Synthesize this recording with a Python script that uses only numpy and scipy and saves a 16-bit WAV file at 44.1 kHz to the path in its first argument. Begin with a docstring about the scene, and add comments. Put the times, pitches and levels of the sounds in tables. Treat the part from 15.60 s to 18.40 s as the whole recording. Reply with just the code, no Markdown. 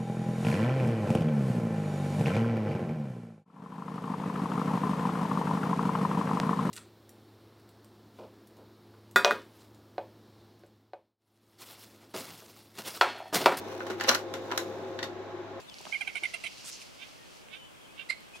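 """A knock, snapping twigs and faint bird whistles come first; then a hyena giggles in seven quick squeals.
Hyenas and vultures squabble at a carcass in open bush, a little to the right. The hyena later yelps once.
The calls are harmonics and noise shaped by a throat; most hyena notes start clearer and break into a rasp.
Steps and twigs are short bursts of noise, dry grass is made of tiny clicks, and bird whistles are gliding
sines. Soft filtered noise is the outdoor air; the ground and bushes scatter the calls and steps."""
import sys
import numpy as np
from scipy import signal
from scipy.fft import rfft, irfft
from scipy.io import wavfile

SR = 44100
rng = np.random.default_rng(int(sys.argv[2]) if len(sys.argv) > 2 else 0)


def output_pcm(signal):
    """Save a mono or channel-first signal as 16-bit PCM at the path in sys.argv[1].

    Samples are clipped to [-1, 1] before scaling.
    """
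    pcm = np.clip(np.atleast_2d(signal).T, -1, 1) * 32767
    wavfile.write(sys.argv[1], SR, np.round(pcm).astype(np.int16))


N = 123480  # length of the scene in samples (2.8 s)


def undb(db):
    """Turn decibels into a gain."""
    return 10 ** (np.asarray(db) / 20)


def unit(x):
    """Scale a sound to an average (rms) strength of 1."""
    return x / np.sqrt(np.mean(x ** 2) + 1e-18)


def curve(points, hz):
    """Read between (hz, value) points, with frequency on a logarithmic scale."""
    points = np.array(points, float)
    return np.interp(np.log(hz + 1), np.log(points[:, 0]), points[:, 1])


def colour(x, db_at):
    """Filter a sound with a function that gives the dB for each frequency."""
    size = x.shape[-1]
    gain = undb(db_at(np.fft.rfftfreq(size, 1 / SR)))
    return irfft(rfft(x) * gain, size)


def band(x, hz, octaves):
    """Keep a bell-shaped band around hz, at rms 1."""
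    def bell_db(f):
        distance = np.log2((f + 1) / hz) / octaves
        return -40 * np.log10(1 + distance ** 2 / 2)
    return unit(colour(x, bell_db))


def walk(rate, size):
    """Wander along straight lines between random values, with `rate` new values a second."""
    at = np.arange(size) * rate / SR
    return np.interp(at, np.arange(size), rng.standard_normal(size))


def pan(x, db):
    """Place a sound by its left-minus-right level in dB; negative is to the right."""
    gains = undb(np.array([[db], [-db]]) / 2)
    return x * gains / gains.mean()


def add(out, x, start_s):
    """Mix x into out from a start time, cutting what falls outside."""
    i = int(round(start_s * SR))
    x = x[..., max(-i, 0):N - i]
    first = max(i, 0)
    out[..., first:first + x.shape[-1]] += x


def swell(t, rise_s, fall_s):
    """A bell with its peak at t = 0 and its own rise and fall times."""
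    return np.exp(-(t / np.where(t < 0, rise_s, fall_s)) ** 2)


def voice(hz, rough):
    """Throat tone of 22 harmonics; roughness shakes its period and strength and adds pulsing breath."""
    jitter, rasp_noise = 0.069, 0.81  # shares of pitch and of tone strength, at roughness 1
    shimmer_depth, shimmer_per_s = 0.61, 253
    size = len(hz)
    shaken_hz = hz * (1 + jitter * rough * walk(651, size))
    phase = 2 * np.pi * np.cumsum(shaken_hz) / SR
    tone = unit(sum(np.cos(k * phase + 2 * np.pi * rng.random()) for k in range(1, 23)))
    # the breath is strongest once in each cycle of the tone
    breath = unit(rng.standard_normal(size) * (1 + 0.52 * np.cos(phase)))
    shimmer = np.exp(shimmer_depth * np.minimum(rough, 1) * np.tanh(walk(shimmer_per_s, size)))
    mix = tone + rasp_noise * rough * breath
    return shimmer * mix / np.sqrt(1 + (rasp_noise * rough) ** 2)


def hyena(notes, throat, attack_s):
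    """A note arches in pitch, then catches: its chest tone fades, its treble drops and its roughness grows."""
    # left-minus-right level of the voice at each pitch: hz, level_db
    voice_pan = [(700, 2), (1500, -0.5), (2300, -6.5), (2900, -11), (4400, -6.5), (6000, -5), (7900, -21.5),
                 (9200, -2), (11000, 22.5)]
    mouth_peak_db, mouth_width_hz = 6.5, 227
    break_s, pitch_move_s, release_s = 0.0063, 0.0085, 0.015
    dip_db, dip_s = -2.5, 0.0047  # brief dip in level at the break
    chest_fade_s = 0.0064
    treble_from_hz, rough_treble_db = 4200, -4.5
    hiss_from_hz, hiss_db = 2300, -9  # level for a clear part of roughness 0.11
    lead_in_s, lead_in_db = 0.0035, -15  # soft start ahead of the note
    out = np.zeros((2, N))
    t = np.arange(2 ** 12) / SR - .01
    for start, clear, rasp, top_hz, end_hz, clear_db, rasp_db, mouth_hz, treble_db, chest_db, rough in notes:
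        broken = np.clip((t - clear) / break_s + .5, 0, 1)  # 0 is clear, 1 is broken

        # longer clear parts bend more, up to a limit
        bend = 0.0881 * min(clear / 0.02007, 2)
        arch_hz = top_hz * (1 - bend * np.clip(2 * t / clear - 1, -1, 1) ** 2)
        hz = arch_hz + (end_hz - arch_hz) * np.clip((t - clear) / pitch_move_s + 0.26, 0, 1)
        source = voice(hz, rough + broken * 0.7 * np.sqrt(abs(rough) / 0.23))
        hiss = rng.standard_normal(len(t))
        hiss = colour(hiss, lambda f: -20 * np.clip((hiss_from_hz - f) / 500, 0, 1))
        source = source + hiss * undb(hiss_db) * rough / 0.11

        def mouth(f):
            peak = np.exp(-.5 * ((f - mouth_hz) / mouth_width_hz) ** 2)
            bright = np.clip((f - 3000) / 1000, 0, 1)
            return curve(throat, f) + mouth_peak_db * peak + treble_db * bright

        # split the note so that chest, middle and treble can change separately
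        note = unit(colour(source, mouth))
        chest = colour(note, lambda f: -40 * np.clip((f - 1500) / 600, 0, 1))
        treble = colour(note, lambda f: -40 * np.clip((treble_from_hz - f) / 1000, 0, 1))
        squeal = note - chest - treble + treble * undb(rough_treble_db * broken)

        effort_db = clear_db + (rasp_db - clear_db) * broken + dip_db * swell(t - clear, dip_s, dip_s)
        release = np.clip((clear + rasp - t) / release_s + .5, 0, 1)
        squeal = squeal * undb(effort_db) * release
        chest = chest * undb(clear_db + chest_db) * np.exp(-np.maximum(t - clear, 0) / chest_fade_s)
        lead_in = undb(lead_in_db) * np.exp(np.minimum(t, 0) / lead_in_s)
        note = (squeal + chest) * np.maximum(np.clip(t / attack_s, 0, 1), lead_in)
        sides = [colour(note, lambda f: side * curve(voice_pan, f) / 2) for side in (1, -1)]
        add(out, np.array(sides), start + t[0])
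    return out


def hyena_giggle():
    """Seven quick squeals from one throat, each with a fast attack."""
    # giggle notes: start_s, clear_part_s, rough_part_s, top_pitch_hz, end_pitch_hz, clear_level_db,
    # rough_level_db, mouth_resonance_hz, treble_db, chest_db (against clear level), clear_roughness (0-1)
    squeals = [ (0.323, 0.03, 0.02, 804, 735, -34, -39.5, 2240, -3, -4.5, 0.08),
               (0.408, 0.011, 0.011, 814.4, 684, -31, -40, 2360, 3, 2.5, 0),
               (0.472, 0.013, 0.017, 790.3, 745, -32.5, -38.5, 2300, 2.5, 7, 0.31),
               (0.553, 0.0071, 0.025, 755.5, 757, -32, -37, 2430, 9, 4.5, 0.17),
               (0.633, 0.01174, 0.019, 750, 723.5, -32.5, -35, 2260, 8.5, 4.5, 0.26),
               (0.7365, 0.01477, 0.013, 691, 669, -35.5, -43.5, 2630, 10.5, 5.5, 0.16),
               (0.836, 0.0148, 0.027, 679.7, 680, -38.5, -38.5, 2490, 11, 7.5, 0.42)]
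    # giggling throat: hz, level_db
    throat = [(300, -6.5), (700, -7), (1400, -8.5), (1850, 0), (2100, 9.5), (2800, 3.5), (3300, -1.5),
              (3650, -13.5), (4100, -11), (4800, -20), (5800, -20), (7000, -27), (8300, -26), (9000, -12),
              (12000, -39.5), (15500, -53)]
    return hyena(squeals, throat, attack_s=0.0032)


def hyena_yelp():
    """A single yelp through another throat shape, with a slower attack."""
    # yelp: start_s, clear_part_s, rough_part_s, top_pitch_hz, end_pitch_hz, clear_level_db,
    # rough_level_db, mouth_resonance_hz, treble_db, chest_db (against clear level), clear_roughness (0-1)
    yelps = [(2.4935, .0145, .024, 697, 539.4, -26, -38.5, 2230, 2, -3, 0.13)]
    # yelping throat: hz, level_db
    throat = [(300, -34), (700, -20), (1400, -11), (1750, -5.5), (2100, 2.5), (2750, -10.5), (3500, -18),
              (4150, -0.5), (4850, -9), (5300, -18), (6300, -25.5), (8000, -19.5), (9500, -23),
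              (12500, -39), (15500, -47)]
    return hyena(yelps, throat, attack_s=0.014)


def vultures():
    """Hoarse squawks that swell and rise in pitch, with a thin wavering squeak at their height."""
    # squawks: peak_s, swell_s, fade_s, pitch_hz (at the peak), level_db, squeak_hz, squeak_level_db
    squawks = [(1.428, 0.036, 0.031, 395, -48, 2352, -63), (1.946, 0.034, 0.027, 381.2, -47.5, 2570, -49),
               (2.404, 0.029, 0.026, 385.5, -46.5, 2724, -42)]
    # vulture throat: hz, level_db
    beak = [(400, -41), (1000, -23), (1650, -6.5), (1950, -11.5), (2350, 1), (2680, 1), (3050, -2.5),
            (3550, -2), (3950, -12), (7000, -38), (12000, -50)]
    roughness, pitch_rise_per_s = 0.503, 1.8
    squeak_share, squeak_waver = 0.57, 0.024  # shares of the squawk's duration and of the squeak's pitch
    out = np.zeros(N)
    t = (np.arange(2 ** 13) - 2 ** 12) / SR
    for peak, rise, fall, hz, db, squeak_hz, squeak_db in squawks:
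        source = voice(hz * np.exp(pitch_rise_per_s * t), roughness)
        rasp = unit(colour(source, lambda f: curve(beak, f)))
        rasp = rasp * swell(t, rise, fall) * undb(db)
        wavering_hz = squeak_hz * (1 + squeak_waver * walk(306, len(t)))
        squeak = unit(np.sin(2 * np.pi * np.cumsum(wavering_hz) / SR))
        squeak = squeak * swell(t / squeak_share, rise, fall) * undb(squeak_db)
        add(out, rasp + squeak, peak + t[0])
    return pan(out, -11.5)


def hits(rows, decay_s, octaves):
    """Short dead knocks: each noise burst dies away in one broad resonance."""
    out = np.zeros(N)
    t = np.arange(-2 ** 9, 2 ** 11) / SR
    for start, db, hz in rows:
        fade = np.exp(-abs(t) / decay_s) * (t >= 0)
        burst = band(rng.standard_normal(len(t)) * fade, hz, octaves)
        strength = np.sqrt(np.mean(fade ** 2))
        add(out, burst * strength * undb(db), start + t[0])
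    return out


def footfalls():
    """Footfalls and knocks: low bursts with a short body resonance."""
    # footfalls and knocks: start_s, level_db, body_hz
    thuds = [(0.001, -45.5, 417), (0.206, -44, 430), (0.2535, -42, 614), (0.267, -37, 780),
             (0.272, -43.5, 300), (0.298, -45, 556), (0.625, -42, 485), (0.636, -57, 490),
             (1.043, -49.5, 606), (2.757, -50, 700)]
    return hits(thuds, decay_s=0.0037, octaves=0.84)


def twig_snaps():
    """Breaking twigs: very short, mostly high bursts, to the right."""
    # snaps: start_s, level_db, ring_hz
    snaps = [(0.0982, -37, 4000), (0.1425, -35.5, 4030), (0.1852, -37.5, 4600), (0.190, -42, 4730),
             (0.2136, -42, 7800), (0.2536, -33.5, 2820), (1.2175, -36, 2600), (1.8855, -41, 2280),
             (2.606, -50.5, 9000)]
    return pan(hits(snaps, decay_s=0.00061, octaves=0.54), -8)


def crackle(grain, size):
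    """Dense tiny clicks of dry stalks, partly shared by left and right."""
    noise = rng.standard_normal((3, size))
    return unit((noise[:2] + noise[2]) * np.exp(grain * walk(900, size)))


def grass():
    """Steady trampling as coloured crackle, with a few quick scuffs of wings and feet."""
    # loudness of the trampling: time_s, level_db
    rustle = [(0, -53), (.04, -67.5), (.16, -55), (.30, -50.5), (.42, -54), (.53, -55), (.67, -52),
              (.79, -54.5), (.93, -50.5), (1.03, -50.5), (1.17, -50), (1.33, -56.5), (1.47, -56.5),
              (1.6, -61.5), (1.77, -56), (1.9, -69.5), (2.4, -65), (2.8, -64)]
    # colour of the trampled grass: hz, level_db
    grass_colour = [(300, -8), (700, -14.5), (1500, -10.5), (2700, 6.5), (3600, 2), (4600, 7), (6400, 1.5),
                    (8000, -6), (11000, -10), (15500, -24)]
    # scuffs through dry grass: peak_s, swell_s, fade_s, level_db, centre_hz, width_octaves
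    scuffs = [(1.058, 0.013, 0.031, -46, 7260, 0.59), (1.090, 0.032, 0.02, -39.5, 6700, 2),
              (1.132, 0.026, 0.033, -44.5, 5500, 0.43), (1.221, 0.0095, 0.011, -49, 5500, 1.2),
              (2.758, .007, 0.018, -49, 4300, 2.6)]
    dull_from_hz, dull_db_per_octave = 8900, -19
    bed = unit(colour(crackle(0.16, N), lambda f: curve(grass_colour, f)))
    times_s, levels_db = np.array(rustle).T
    bed_db = np.interp(np.arange(N) / SR, times_s, levels_db) + walk(37.6, N)
    out = bed * undb(bed_db)
    t = (np.arange(2 ** 13) - 2 ** 12) / SR
    for peak, rise, fall, db, hz, octaves in scuffs:
        scuff = band(crackle(0.36, len(t)), hz, octaves)
        scuff = scuff * swell(t, rise, fall) * undb(db)
        scuff = colour(scuff, lambda f: dull_db_per_octave * np.log2(np.maximum(f / dull_from_hz, 1)))
        add(out, pan(scuff, -2), peak + t[0])
    return out


def birds():
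    """Faint wavering glides, smeared on their way through the trees."""
    # distant whistles: start_s, length_s, start_hz, end_hz, level_db
    whistles = [(.005, 0.039, 7250, 7400, -62), (.025, 0.043, 4080, 4300, -57), (.06, .09, 4040, 2585, -50),
                (.15, 0.033, 2310, 2060, -51), (1.56, 0.13, 1920, 1760, -60), (1.96, 0.14, 3100, 2930, -53),
                (2.2, 0.078, 3380, 3020, -55), (2.265, 0.074, 2430, 2620, -60),
                (2.59, .11, 4500, 3580, -62), (2.725, 0.048, 2534, 2530, -47),
                (2.746, .03, 3290, 3320, -47)]
    waver, smear_s = 0.017, 0.0043  # waver is a share of the pitch
    out = np.zeros(N)
    t = np.arange(2 ** 13) / SR
    for start, length, from_hz, to_hz, db in whistles:
        along = np.clip(t / length, 0, 1)
        hz = (from_hz + (to_hz - from_hz) * along) * (1 + waver * walk(476, len(t)))
        tone = np.sin(2 * np.pi * np.cumsum(hz) / SR)
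        add(out, tone * np.sin(np.pi * along) * undb(db), start)
    trees = unit(rng.standard_normal((2, len(t))) * np.exp(-t / smear_s)) / np.sqrt(len(t))
    return signal.fftconvolve(out[None], trees, axes=1)[:, :N]


def air():
    """Soft outdoor noise, wide in the bass, each octave flickering a little."""
    # colour of the air: hz, level_db (per Hz)
    air_colour = [(15, -44), (25, -11.5), (178, -2.5), (322, -2.5), (421, -3), (598, -2.5), (826, -4.5),
                  (1660, -7.5), (1900, -12), (2060, -7.5), (3260, -6.5), (3720, -13.5), (4750, -20),
                  (8130, -17.5), (15500, -27)]
    # width of the air: hz, side_minus_mid_db
    air_side = [(40, 12), (125, 7), (250, 6), (600, 3), (1200, 2.5), (3000, 0), (12000, 0.5)]
    level_db, flicker_db = -57, 0.18
    noise = 0
    for hz in 2. ** np.arange(5, 15):
        octave = lambda f: 10 * np.log10(np.maximum(1 - abs(np.log2((f + 1) / hz)), 1e-9))
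        layer = colour(rng.standard_normal((2, N)), octave)
        noise = noise + layer * undb(flicker_db * walk(16, N))
    mid, side = colour(noise, lambda f: curve(air_colour, f))
    side = colour(side, lambda f: curve(air_side, f))
    return (mid + side * np.array([[1], [-1]])) / np.std(mid) * undb(level_db)


def outdoors(x):
    """Quick scatter from the ground and a thin tail from bushes, blurred by swaying leaves."""
    ground_decay_s, ground_db = .005, -2.5
    bush_t60_s, bush_db = 0.56, -16.02  # t60 is the time to fade by 60 dB
    leaf_blur_hz = 170
    t = np.arange(SR) / SR
    near = rng.standard_normal((2, SR)) * np.exp(-t / ground_decay_s) * (t > .0005)
    far = colour(rng.standard_normal((2, SR)), lambda f: -f / 1500)  # duller with rising frequency
    far = far * undb(-60 * t / bush_t60_s) * np.clip(t / 0.013, 0, 1)
    ground, bushes = (signal.fftconvolve(x, unit(r) / np.sqrt(SR), axes=1)[:, :N] for r in (near, far))
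    # the leaves shift the tail's frequencies up and down at random
    sway = np.exp(2j * np.pi * np.cumsum(leaf_blur_hz * walk(400, N)) / SR)
    blurred = np.real(signal.hilbert(bushes) * sway)
    return x + ground * undb(ground_db) + blurred * undb(bush_db)


def scene():
    """Animals, twigs and steps in the open, over birds, grass and air."""
    calls = hyena_giggle() + hyena_yelp() + vultures()
    return outdoors(calls + footfalls()) + twig_snaps() + grass() + birds() + air()


def record(dry):
    """The recorder cuts the top, above 15750 Hz."""
    top_cut = signal.ellip(10, .2, 70, 15750, fs=SR, output="sos")
    return signal.sosfilt(top_cut, dry)


dry = scene()
out = record(dry)
output_pcm(out)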